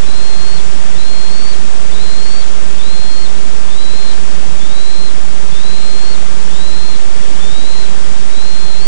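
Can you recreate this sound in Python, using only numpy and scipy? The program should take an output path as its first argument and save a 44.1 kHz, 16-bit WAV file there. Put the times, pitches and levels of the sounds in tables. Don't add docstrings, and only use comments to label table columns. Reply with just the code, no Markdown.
import sys
import numpy as np
from scipy import signal
from scipy.fft import rfft, irfft, next_fast_len
from scipy.io import wavfile
from scipy.ndimage import uniform_filter1d

SR = 44100
rng = np.random.default_rng(int(sys.argv[2]) if len(sys.argv) > 2 else 0)


def digitize_waveform(pressure):
    field = np.atleast_2d(pressure).T
    bounded = np.clip(field, -1, 1)
    quanta = np.round(bounded * 32767).astype(np.int16)
    wavfile.write(sys.argv[1], SR, quanta)


N = 391166

# [t/s, f/Hz]
HELD_NOTES = [
    [(0.135, 4060), (0.18, 4135), (0.195, 4090), (0.245, 4230), (0.295, 4220), (0.323, 4160), (0.433, 4235),
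     (0.511, 4335), (0.559, 4340), (0.573, 4260), (0.582, 4091)],
    [(1.042, 4119), (1.08, 4180), (1.115, 4240), (1.24, 4210), (1.3, 4240), (1.33, 4360), (1.478, 4490),
     (1.52, 4510), (1.533, 4180)],
    [(1.99, 3870), (2.016, 4030), (2.036, 4130), (2.1, 4075), (2.256, 4290), (2.282, 4390), (2.406, 4530),
     (2.424, 4100)],
    [(2.854, 3930), (2.876, 3940), (2.89, 4080), (2.91, 4060), (2.928, 4170), (2.96, 4200), (2.985, 4110),
     (3.02, 4195), (3.05, 4185), (3.216, 4310), (3.24, 4260), (3.257, 4160)],
    [(3.77, 3855), (3.795, 3980), (3.83, 4010), (3.856, 3950), (3.98, 4135), (4.056, 4144), (4.104, 4070),
     (4.12, 3950)],
    [(4.742, 3940), (4.804, 3950), (4.808, 4080), (4.82, 3960), (4.898, 4070), (5.04, 4140), (5.066, 4120),
     (5.085, 4020)],
    [(5.632, 3820), (5.642, 3960), (5.78, 4090), (5.994, 4190), (6.128, 4380), (6.14, 4220), (6.146, 4100)],
    [(6.585, 3830), (6.665, 4030), (6.899, 4180), (6.933, 4122), (6.945, 4020)],
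    [(7.404, 3480), (7.422, 3470), (7.438, 3564), (7.498, 3605), (7.504, 3720), (7.52, 3660), (7.556, 3825),
     (7.652, 3920), (7.692, 4070), (7.758, 4104), (7.816, 4100), (7.85, 4000)],
    [(8.368, 3919), (8.374, 3950), (8.464, 4145), (8.652, 4173), (8.722, 4100), (8.786, 4110),
     (8.836, 4440), (8.87, 4540)],
]
# [t/s, length/s, first f/Hz, last f/Hz, level/dB]
OPENING_NOTES = [(0.03, .036, 3480, 3560, -41.5), (0.068, .058, 3930, 4060, -38.5),
                 (0.953, .026, 3600, 3540, -39.5), (0.985, .018, 4040, 3930, -36),
                 (1.005, .029, 3960, 4060, -36.5), (1.919, .02, 3520, 3550, -38),
                 (1.941, .015, 3900, 3910, -39), (1.958, .03, 3700, 3830, -39),
                 (2.776, .014, 3140, 3230, -42), (2.792, .029, 3600, 3530, -36),
                 (2.824, .022, 3870, 3820, -38.5), (3.68, .015, 3460, 3420, -44),
                 (3.702, .035, 3610, 3570, -38), (3.747, .019, 3680, 3750, -40),
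                 (4.604, .064, 3440, 3610, -39), (4.693, .046, 3710, 3780, -39.5),
                 (5.517, .029, 3440, 3480, -40), (5.549, .032, 3580, 3560, -36.5),
                 (5.59, .018, 3670, 3730, -40), (5.611, .014, 3810, 3840, -39),
                 (6.485, .019, 2950, 3300, -45), (6.507, .024, 3480, 3460, -39.5),
                 (6.534, .017, 3580, 3700, -39), (6.555, .021, 3630, 3720, -37.5),
                 (7.388, .013, 3120, 3170, -42), (8.308, .056, 3820, 3900, -42)]
VOICE_CATCHES = [2.3, 7.5, 7.63]
# [multiple of the pitch, level against the whistle at the reference pitch/dB]
WHISTLE_OVERTONES = [(2, -23), (3, -12)]
# [t/s, f/Hz, level/dB, length/s]
BELL_TONES = [(3.118, 5000, -40, 0.021), (3.356, 3720, -45, 0.021), (3.378, 4010, -39, .014),
              (6.567, 7300, -43, 0.057)]
HIGH_OVERTONES = BELL_TONES[3:]
BIRD_CHIPS = BELL_TONES[:3]
# [delay/s, level before the echo band/dB]
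TREE_ECHOES = [(.008, -15), (.016, -14), (.026, -13), (.037, -13.5), (.052, -17), (.07, -20)]
ECHO_BAND = [3300, 4230]
# [f/Hz, relative level per Hz/dB]
HISS_SHAPE = [(1, 4), (4, -5), (26, -16), (130, -20), (1300, -30), (4000, -35), (7000, -36), (8200, -38.5),
              (9300, -43), (10200, -52), (10900, -65), (11100, -73), (11600, -78)]
# [f/Hz, rms level/dB]
HUM_LINES = [(187.5, -49), (375, -54)]

HELD_DB, HELD_DB_PER_KHZ, SWELL_DB = -33, 5, -4.5
REFERENCE_HZ = 4150
FALL_S, FALL_HZ, FALL_DB = .018, 860, -5.5
EDGE_S, SILENT_DB = .0014, -70
GLIDE_S = .004
CATCH_S, CATCH_DB = .007, -8
OPENING_CRACK = .1
BREAK_DB = 11
OVERTONE_DB_PER_KHZ = -6
CONVERTER_HZ = 16000

FLUTTER_S, FLUTTER_PER_S = .00025, 30
LEAVES_DB, LEAVES_T60_S = -18, .25
LIMIT_DB, LIMIT_RATIO, LIMIT_S = -35, 6, .003

HISS_DB = -36
RAIL_NOISE_DB, RAIL_NOISE_HZ = -72.5, 186
PREAMP_DB = 6
OFFSET, RAIL = -.17, .9993
TOP_HZ = 11450


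def undb(db):
    return 10 ** (np.asarray(db) / 20)


def walk(rate):
    hold = int(SR / rate)
    steps = np.repeat(rng.standard_normal(N // hold + 1), hold)
    slewed = uniform_filter1d(uniform_filter1d(steps, hold), hold)
    return 1.3 * slewed[:N]


def eagle(t):
    hz, db, crack = phrase(t)
    hz = hz * (1 + (.002 + .06 * crack) * walk(250))
    dropouts = BREAK_DB * crack * np.clip(walk(400), 0, 1)
    db = db + .3 * walk(60) - dropouts

    phase = 2 * np.pi * np.cumsum(hz) / SR
    clock = 2 * np.pi * CONVERTER_HZ * t
    voice = np.sin(phase)
    for multiple, below_db in WHISTLE_OVERTONES:
        too_high = multiple * hz > CONVERTER_HZ / 2
        folded = np.where(too_high, clock - multiple * phase, multiple * phase)
        damped_db = OVERTONE_DB_PER_KHZ * multiple * np.abs(hz - REFERENCE_HZ) / 1000
        overtone_db = below_db + damped_db + .65 * walk(17)
        voice = voice + undb(overtone_db) * np.sin(folded)
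    whistle = np.sqrt(2) * undb(db) * voice
    return whistle + bell_tones(t, HIGH_OVERTONES)


def phrase(t):
    notes = [held_note(points) for points in HELD_NOTES]
    for start, length, first_hz, last_hz, db in OPENING_NOTES:
        first = (start, first_hz, db, OPENING_CRACK)
        last = (start + length, last_hz, db, OPENING_CRACK)
        notes.append([first, last])

    rows = []
    for note in notes:
        start, first_hz, _, first_crack = note[0]
        end, last_hz, _, last_crack = note[-1]
        rows.append((start - EDGE_S, first_hz, SILENT_DB, first_crack))
        rows += note
        rows.append((end + EDGE_S, last_hz, SILENT_DB, last_crack))
    times, *columns = np.transpose(sorted(rows))
    hz, db, crack = (np.interp(t, times, column) for column in columns)

    for moment in VOICE_CATCHES:
        db = db + CATCH_DB * np.exp(-((t - moment) / CATCH_S) ** 2)
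    return uniform_filter1d(hz, int(GLIDE_S * SR)), db, crack


def held_note(points):
    note = []
    for s, hz in points:
        note.append((s, hz, HELD_DB + HELD_DB_PER_KHZ * (hz - REFERENCE_HZ) / 1000, 0))
    s, hz, db, _ = note[0]
    note[0] = (s, hz, db + SWELL_DB, OPENING_CRACK)
    s, hz, db, _ = note[-1]
    note.append((s + FALL_S / 3, hz - FALL_HZ * .6, db + FALL_DB, 1))
    note.append((s + FALL_S, hz - FALL_HZ, db + FALL_DB, 1))
    return note


def bell_tones(t, tones):
    out = 0
    for s, hz, db, length in tones:
        u = t - s
        bell = np.exp(-(2 * u / length) ** 2)
        out = out + undb(db) * bell * np.sin(2 * np.pi * hz * u * (1 + .76 * u))
    return np.sqrt(2) * out


def small_birds(t):
    return bell_tones(t, BIRD_CHIPS)


def trees(x):
    n = np.arange(N)
    echoes = 0
    for delay, db in TREE_ECHOES:
        fluttering = delay + FLUTTER_S * walk(FLUTTER_PER_S)
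        echoes = echoes + undb(db) * np.interp(n - SR * fluttering, n, x)

    u = np.arange(SR // 2) / SR
    tail = rng.standard_normal(len(u)) * (u > .01) * undb(-60 * u / LEAVES_T60_S)
    tail /= np.linalg.norm(tail)
    wet = echoes + undb(LEAVES_DB) * signal.fftconvolve(x, tail)[:N]
    dull = signal.butter(4, ECHO_BAND, "band", fs=SR, output="sos")
    return x + signal.sosfilt(dull, wet)


def limiter(x):
    window = int(LIMIT_S * SR)
    power = uniform_filter1d(uniform_filter1d(x ** 2, window), window)
    rms = np.sqrt(np.abs(power))
    overshoot = np.maximum(rms / undb(LIMIT_DB), 1)
    return x * overshoot ** (1 / LIMIT_RATIO - 1)


def line_hiss():
    size = next_fast_len(N)
    f = np.maximum(np.arange(size // 2 + 1) * SR / size, .3)
    hz, db = np.transpose(HISS_SHAPE)
    gain = undb(np.interp(np.log(f), np.log(hz), db))
    level_band = (f > 500) & (f < 2000)
    gain /= np.sqrt(2 * np.sum(gain[level_band] ** 2) / size)
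    hiss = irfft(rfft(rng.standard_normal(size)) * gain, size)[:N]
    return undb(HISS_DB + .35 * walk(4)) * hiss


def line_hum(t):
    hum = 0
    for hz, db in HUM_LINES:
        hum = hum + np.sqrt(2) * undb(db + 1.4 * walk(2.2)) * np.sin(2 * np.pi * hz * t)
    return hum


def faint_low_noise():
    low_pass = signal.butter(2, RAIL_NOISE_HZ, fs=SR, output="sos")
    lows = signal.sosfilt(low_pass, rng.standard_normal(N))
    return undb(RAIL_NOISE_DB) * lows / lows.std()


def scene():
    t = np.arange(N) / SR
    birds = limiter(trees(eagle(t) + small_birds(t)))
    left = birds + line_hiss() + line_hum(t)
    return np.array([left, faint_low_noise()])


def record(dry):
    wired = undb(PREAMP_DB) * dry + np.array([[OFFSET], [RAIL]])
    top_cut = signal.cheby2(10, 20, TOP_HZ, fs=SR, output="sos")
    return signal.sosfiltfilt(top_cut, np.clip(wired, -1, 1))


dry = scene()
out = record(dry)
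digitize_waveform(out)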